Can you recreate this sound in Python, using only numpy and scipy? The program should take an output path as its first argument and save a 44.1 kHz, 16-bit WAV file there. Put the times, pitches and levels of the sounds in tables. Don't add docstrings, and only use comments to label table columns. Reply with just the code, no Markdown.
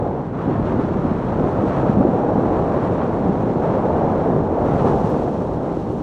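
import sys
import numpy as np
from scipy import signal
from scipy.fft import rfft, irfft, next_fast_len
from scipy.io import wavfile
from scipy.ndimage import map_coordinates

SR = 44100
rng = np.random.default_rng(int(sys.argv[2]) if len(sys.argv) > 2 else 0)


def to_wav(sig):
    pcm = np.clip(np.atleast_2d(sig), -1, 1) * 32767
    pcm = np.round(pcm).astype(np.int16)
    wavfile.write(sys.argv[1], SR, pcm.T)


N = 265526


def amp(db):
    return 10 ** (np.asarray(db) / 20)


def unit(x):
    return x / np.sqrt(np.mean(x ** 2) + 1e-20)


def curves(rows):
    time_s, *columns = np.transpose(rows)
    return [np.interp(np.arange(N) / SR, time_s, column) for column in columns]


def ramp(start_s, length_s):
    return np.clip((np.arange(N) / SR - start_s) / length_s, 0, 1)


def stretches(rows, attack_s, release_s):
    total_db = 0
    for start_s, length_s, *strengths_db in rows:
        shape = ramp(start_s, attack_s) - ramp(start_s + length_s, release_s)
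        total_db = total_db + np.outer(strengths_db, shape)
    return total_db


def wobble(knots_per_s):
    knots = rng.standard_normal(int(N * knots_per_s / SR) + 4)
    return unit(map_coordinates(knots, [np.arange(N) * knots_per_s / SR]))


def filtered(x, response):
    size = next_fast_len(N + SR // 2)
    spectrum = rfft(x, size) * response(np.fft.rfftfreq(size, 1 / SR))
    return irfft(spectrum, size)[:N]


def coloured(x, spectrum):
    point_hz, point_db = np.transpose(spectrum)

    def response(hz):
        return amp(np.interp(np.log(hz + 1), np.log(point_hz), point_db, right=-120))
    return unit(filtered(x, response))


def resonate(x, modes):
    def response(hz):
        total = 0
        for k, (centre_hz, width_hz, db) in enumerate(modes):
            damping = 1j * hz * width_hz
            total = total + (-1) ** k * amp(db) * damping / (centre_hz ** 2 - hz ** 2 + damping)
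        return total
    return filtered(x, response)


def damped(x, corner_hz, order):
    return filtered(x, lambda hz: 1 / np.sqrt(1 + (hz / corner_hz) ** (2 * order)))


def grains(rate_per_s, spread_db):
    struck = rng.random(N) < rate_per_s / SR
    sign = np.sign(rng.standard_normal(N))
    return unit(struck * sign * amp(spread_db * rng.standard_normal(N)))


def rumble(level_db, load):
    # (centre [Hz], width [Hz], relative gain [dB])
    frame_modes = [(155, 78, -1.34), (257.5, 110, 0.5), (377, 175, -3.5)]
    blows = grains(rate_per_s=2600, spread_db=1.5) * amp(0.2 * load)
    drumming = resonate(blows, frame_modes)
    return amp(level_db) * unit(damped(drumming, corner_hz=550, order=4))


def runners(grind_db, scrape_db, load, catch_db=-0.18):
    # (frequency [Hz], relative level [dB])
    grind_spectrum = [(150, -22.5), (330, -1.5), (480, 2.1), (800, -1.6), (1020, -10), (1300, -21),
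                      (1700, -28), (2400, -51), (5000, -91)]
    # (frequency [Hz], relative level [dB])
    scrape_spectrum = [(500, -13), (950, 8), (1300, 3), (1700, -6), (2100, -11.5), (3000, -20), (4200, -27),
                       (6000, -38), (12000, -67.5)]
    grind = coloured(grains(rate_per_s=4000, spread_db=3.0) * amp(0.75 * load), grind_spectrum)
    scrape = coloured(grains(rate_per_s=5000, spread_db=4.0) * amp(0.53 * load), scrape_spectrum)
    uneven_scrape_db = scrape_db + catch_db * wobble(22)
    return amp(grind_db) * grind + amp(uneven_scrape_db) * scrape


def spray(level_db, fizz_db, load, grit_db=-9.5, clump_db=4.5):
    # (frequency [Hz], relative level [dB])
    spray_spectrum = [(1500, -3), (2500, 4.5), (4200, 0.5), (5800, -2), (7000, -5.5), (8500, -10),
                      (10300, -16), (11500, -24), (14000, -33.5)]
    # (frequency [Hz], relative level [dB])
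    fizz_spectrum = [(6000, -8.5), (9000, -4.5), (12200, 2.5), (13200, -4.5), (14500, -23.5)]
    crystals = coloured(grains(rate_per_s=11000, spread_db=4.0) * amp(0.61 * load), spray_spectrum)
    fizz = coloured(grains(rate_per_s=3000, spread_db=3.0), fizz_spectrum)
    clumps = amp(clump_db * np.tanh(wobble(35)))
    grit = coloured(grains(rate_per_s=160, spread_db=1.0) * clumps, spray_spectrum)
    return amp(level_db) * (crystals + amp(fizz_db) * fizz + amp(grit_db) * grit)


def ruts(attack_s=0.0046, t60_s=0.032):
    # (time [s], peak level [dB], pitch [Hz])
    rut_rows = [(0.455, -14, 246), (0.474, -9.5, 266), (0.51, -12.5, 293), (0.592, -15, 274),
                (0.737, -11, 281), (0.793, -16, 295), (0.91, -16, 184), (1.045, -15.5, 257),
                (1.11, -11, 220), (1.404, -10.5, 266), (1.438, -10, 330), (1.463, -11.5, 300),
                (1.633, -12, 272), (1.892, -5.5, 208), (1.969, -7, 182), (1.985, -8, 200),
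                (2.003, -4.5, 260), (2.049, -6.5, 350), (2.062, -10, 250), (2.083, -12.5, 230),
                (2.352, -9, 170), (2.378, -13.5, 240), (2.666, -15.5, 300), (3.028, -14.5, 270),
                (3.231, -16, 210), (3.292, -9.5, 184), (3.44, -14, 200), (4.345, -15, 240),
                (4.902, -16, 300), (5.086, -18, 216)]
    out, t = np.zeros(N + SR), np.arange(SR // 4) / SR
    for start_s, peak_db, hz in rut_rows:
        overtone_hz = hz * rng.uniform(2.1, 2.2)
        ring = np.sin(2 * np.pi * hz * t) + 0.15 * np.sin(2 * np.pi * overtone_hz * t)
        thump = ring * (1 - np.exp(-t / attack_s)) ** 2 * amp(-60 * t / t60_s)
        out[round(start_s * SR):][:len(t)] += amp(peak_db) * thump / np.abs(thump).max()
    return out[:N]


def clods(attack_s=0.00053, t60_s=0.039, width_hz=750):
    # (time [s], peak level [dB], centre [Hz])
    clod_rows = [(5.14, -17, 780), (5.276, -19, 605), (5.412, -20, 720)]
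    out, t = np.zeros(N), np.arange(N) / SR
    for start_s, peak_db, hz in clod_rows:
        age_s = np.maximum(t - start_s, 0)
        decay = amp(-60 * np.minimum(age_s / t60_s, 2))
        burst = rng.standard_normal(N) * (1 - np.exp(-age_s / attack_s)) * decay
        body = [(hz, width_hz, 0)]
        crunch = resonate(resonate(burst, body), body)
        crunch = damped(crunch, corner_hz=1500, order=4)
        out += amp(peak_db) * crunch / np.abs(crunch).max()
    return out


def crumbs(t60_s=0.0029, shatter_t60_s=0.04, shatter_db=-19):
    # (time [s], peak level [dB], low-pass cutoff [Hz])
    crumb_rows = [(0.5103, -38, 4050), (0.532, -46, 8000), (1.69, -42, 8000), (2.626, -39, 6500),
                  (2.803, -39, 4500), (4.78, -43, 9500), (4.8554, -41, 10500), (5.1038, -37.5, 13200),
                  (5.278, -46.5, 12600), (5.9242, -47, 11400)]
    out, t = np.zeros(N + SR), np.arange(SR // 20) / SR
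    for start_s, peak_db, cutoff_hz in crumb_rows:
        decay = amp(-60 * t / t60_s) + amp(shatter_db - 60 * t / shatter_t60_s)
        tick = rng.standard_normal(len(t)) * decay
        tick = signal.sosfilt(signal.butter(6, cutoff_hz, fs=SR, output="sos"), tick)
        out[round(start_s * SR):][:len(t)] += amp(peak_db) * tick / np.abs(tick).max()
    return out[:N]


def wind(level_db, lumps_db=1.0):
    # (frequency [Hz], relative level [dB])
    buffet_spectrum = [(12, -32), (25, -12.5), (45, -4.5), (75, -1), (115, 2), (200, -7.5), (500, -31.5),
                       (1500, -73.5)]
    buffet = coloured(rng.standard_normal(N), buffet_spectrum)
    return amp(level_db) * unit(amp(lumps_db * wobble(28)) * buffet)


def scene():
    # (time [s], roughness [dB])
    roughness = [(0, -4), (0.3, -6), (0.45, 0.3), (1.65, 1.9), (2.1, -1), (2.85, 1.3), (3.52, -1.1),
                 (4.15, 1.5), (4.5, -4), (4.87, 3.5), (5.12, 1.7), (5.45, -4), (6.02, -4)]
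    # (time [s], grind level [dB])
    grip = [(0.05, -25), (0.16, -26.5), (0.26, -33.5), (0.5, -27), (1.08, -26.5), (1.17, -29.5),
            (1.42, -23.5), (1.7, -23.5), (2.15, -21.5), (2.27, -19.5), (2.65, -21.5), (3.03, -23),
            (3.52, -25), (3.7, -20), (4.2, -20), (4.47, -23), (4.85, -18.5), (5.35, -27), (5.55, -24.5),
            (5.66, -24.5), (5.8, -28.5), (6.02, -29)]
    # (time [s], speed [km/h])
    speed = [(0, 21), (2.1, 40), (6.02, 43)]
    # (time [s], level [dB])
    airstream = [(0, -27.5), (0.3, -35), (0.55, -24.5), (1.0, -28.5), (1.8, -27), (2.3, -29.5), (2.9, -27),
                 (3.25, -30.5), (4.05, -28.5), (4.45, -28.5), (4.8, -25.5), (5.2, -26.5), (5.55, -30),
                 (6.02, -34)]
    # (start [s], length [s], extra scrape [dB], extra spray [dB])
    skids = [(0.33, 0.125, 2.6, 0.8), (0.5, 0.035, 2.5, 1), (0.64, 0.055, 4, 2.5), (0.79, 0.041, 3, 1),
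             (1.665, 0.13, 3.5, 2), (1.86, 0.06, 2.6, 2), (2.8, 0.08, 1.5, 0), (2.98, 0.05, 2, -2),
             (3.615, 0.15, 3.5, 1), (3.94, 0.28, 0.2, 0), (4.645, 0.097, 4.5, 2.2), (4.775, 0.03, 6, 2.8),
             (4.845, 0.052, 5.5, 3), (5.04, 0.08, 1, 1), (5.62, 0.12, 3, -0.5)]
    # (start [s], length [s], extra rumble [dB])
    bumps = [(0.44, 0.032, 1.5), (0.7, 0.2, 1.5), (1.39, 0.051, 1), (1.97, 0.11, 2), (2.32, 0.19, 1.8),
             (3.22, 0.34, 3), (4.27, 0.27, 2), (4.6, 0.23, 1), (5.86, 0.096, 4)]

    (rough_db,), (grind_db,), (speed_kmh,) = curves(roughness), curves(grip), curves(speed)
    wind_db, = curves(airstream)
    bite_db = grind_db + 22.5
    lean = ramp(start_s=4.55, length_s=0.41)
    shave_db, throw_db = stretches(skids, attack_s=0.014, release_s=0.045)
    bump_db, = stretches(bumps, attack_s=0.032, release_s=0.049)
    load = unit(wobble(26.05) + 0.68 * wobble(130))

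    rumble_db = -22 + 0.43 * rough_db + 0.28 * bite_db + bump_db
    scrape_db = -35.5 + 0.94 * rough_db + shave_db - 4 * lean
    speed_gain_db = 0.17 * (speed_kmh - 39)
    spray_db = -58 + speed_gain_db + 0.65 * rough_db + throw_db + 3.5 * lean
    fizz_db = -28.5 + 6 * lean

    sledge = rumble(rumble_db, load) + runners(grind_db, scrape_db, load) + ruts() + clods()
    loose_snow = spray(spray_db, fizz_db, load) + crumbs()
    return (sledge + loose_snow + wind(wind_db))[None]


def record(dry):
    notch_hz, half_width_hz, depth_db = 4870, 320, 4.4
    top_hz = 15000

    def response(hz):
        notch = amp(-depth_db * np.exp(-((hz - notch_hz) / half_width_hz) ** 2))
        return notch * (hz < top_hz)
    return filtered(dry[0], response)[None]


dry = scene()
out = record(dry)
to_wav(out)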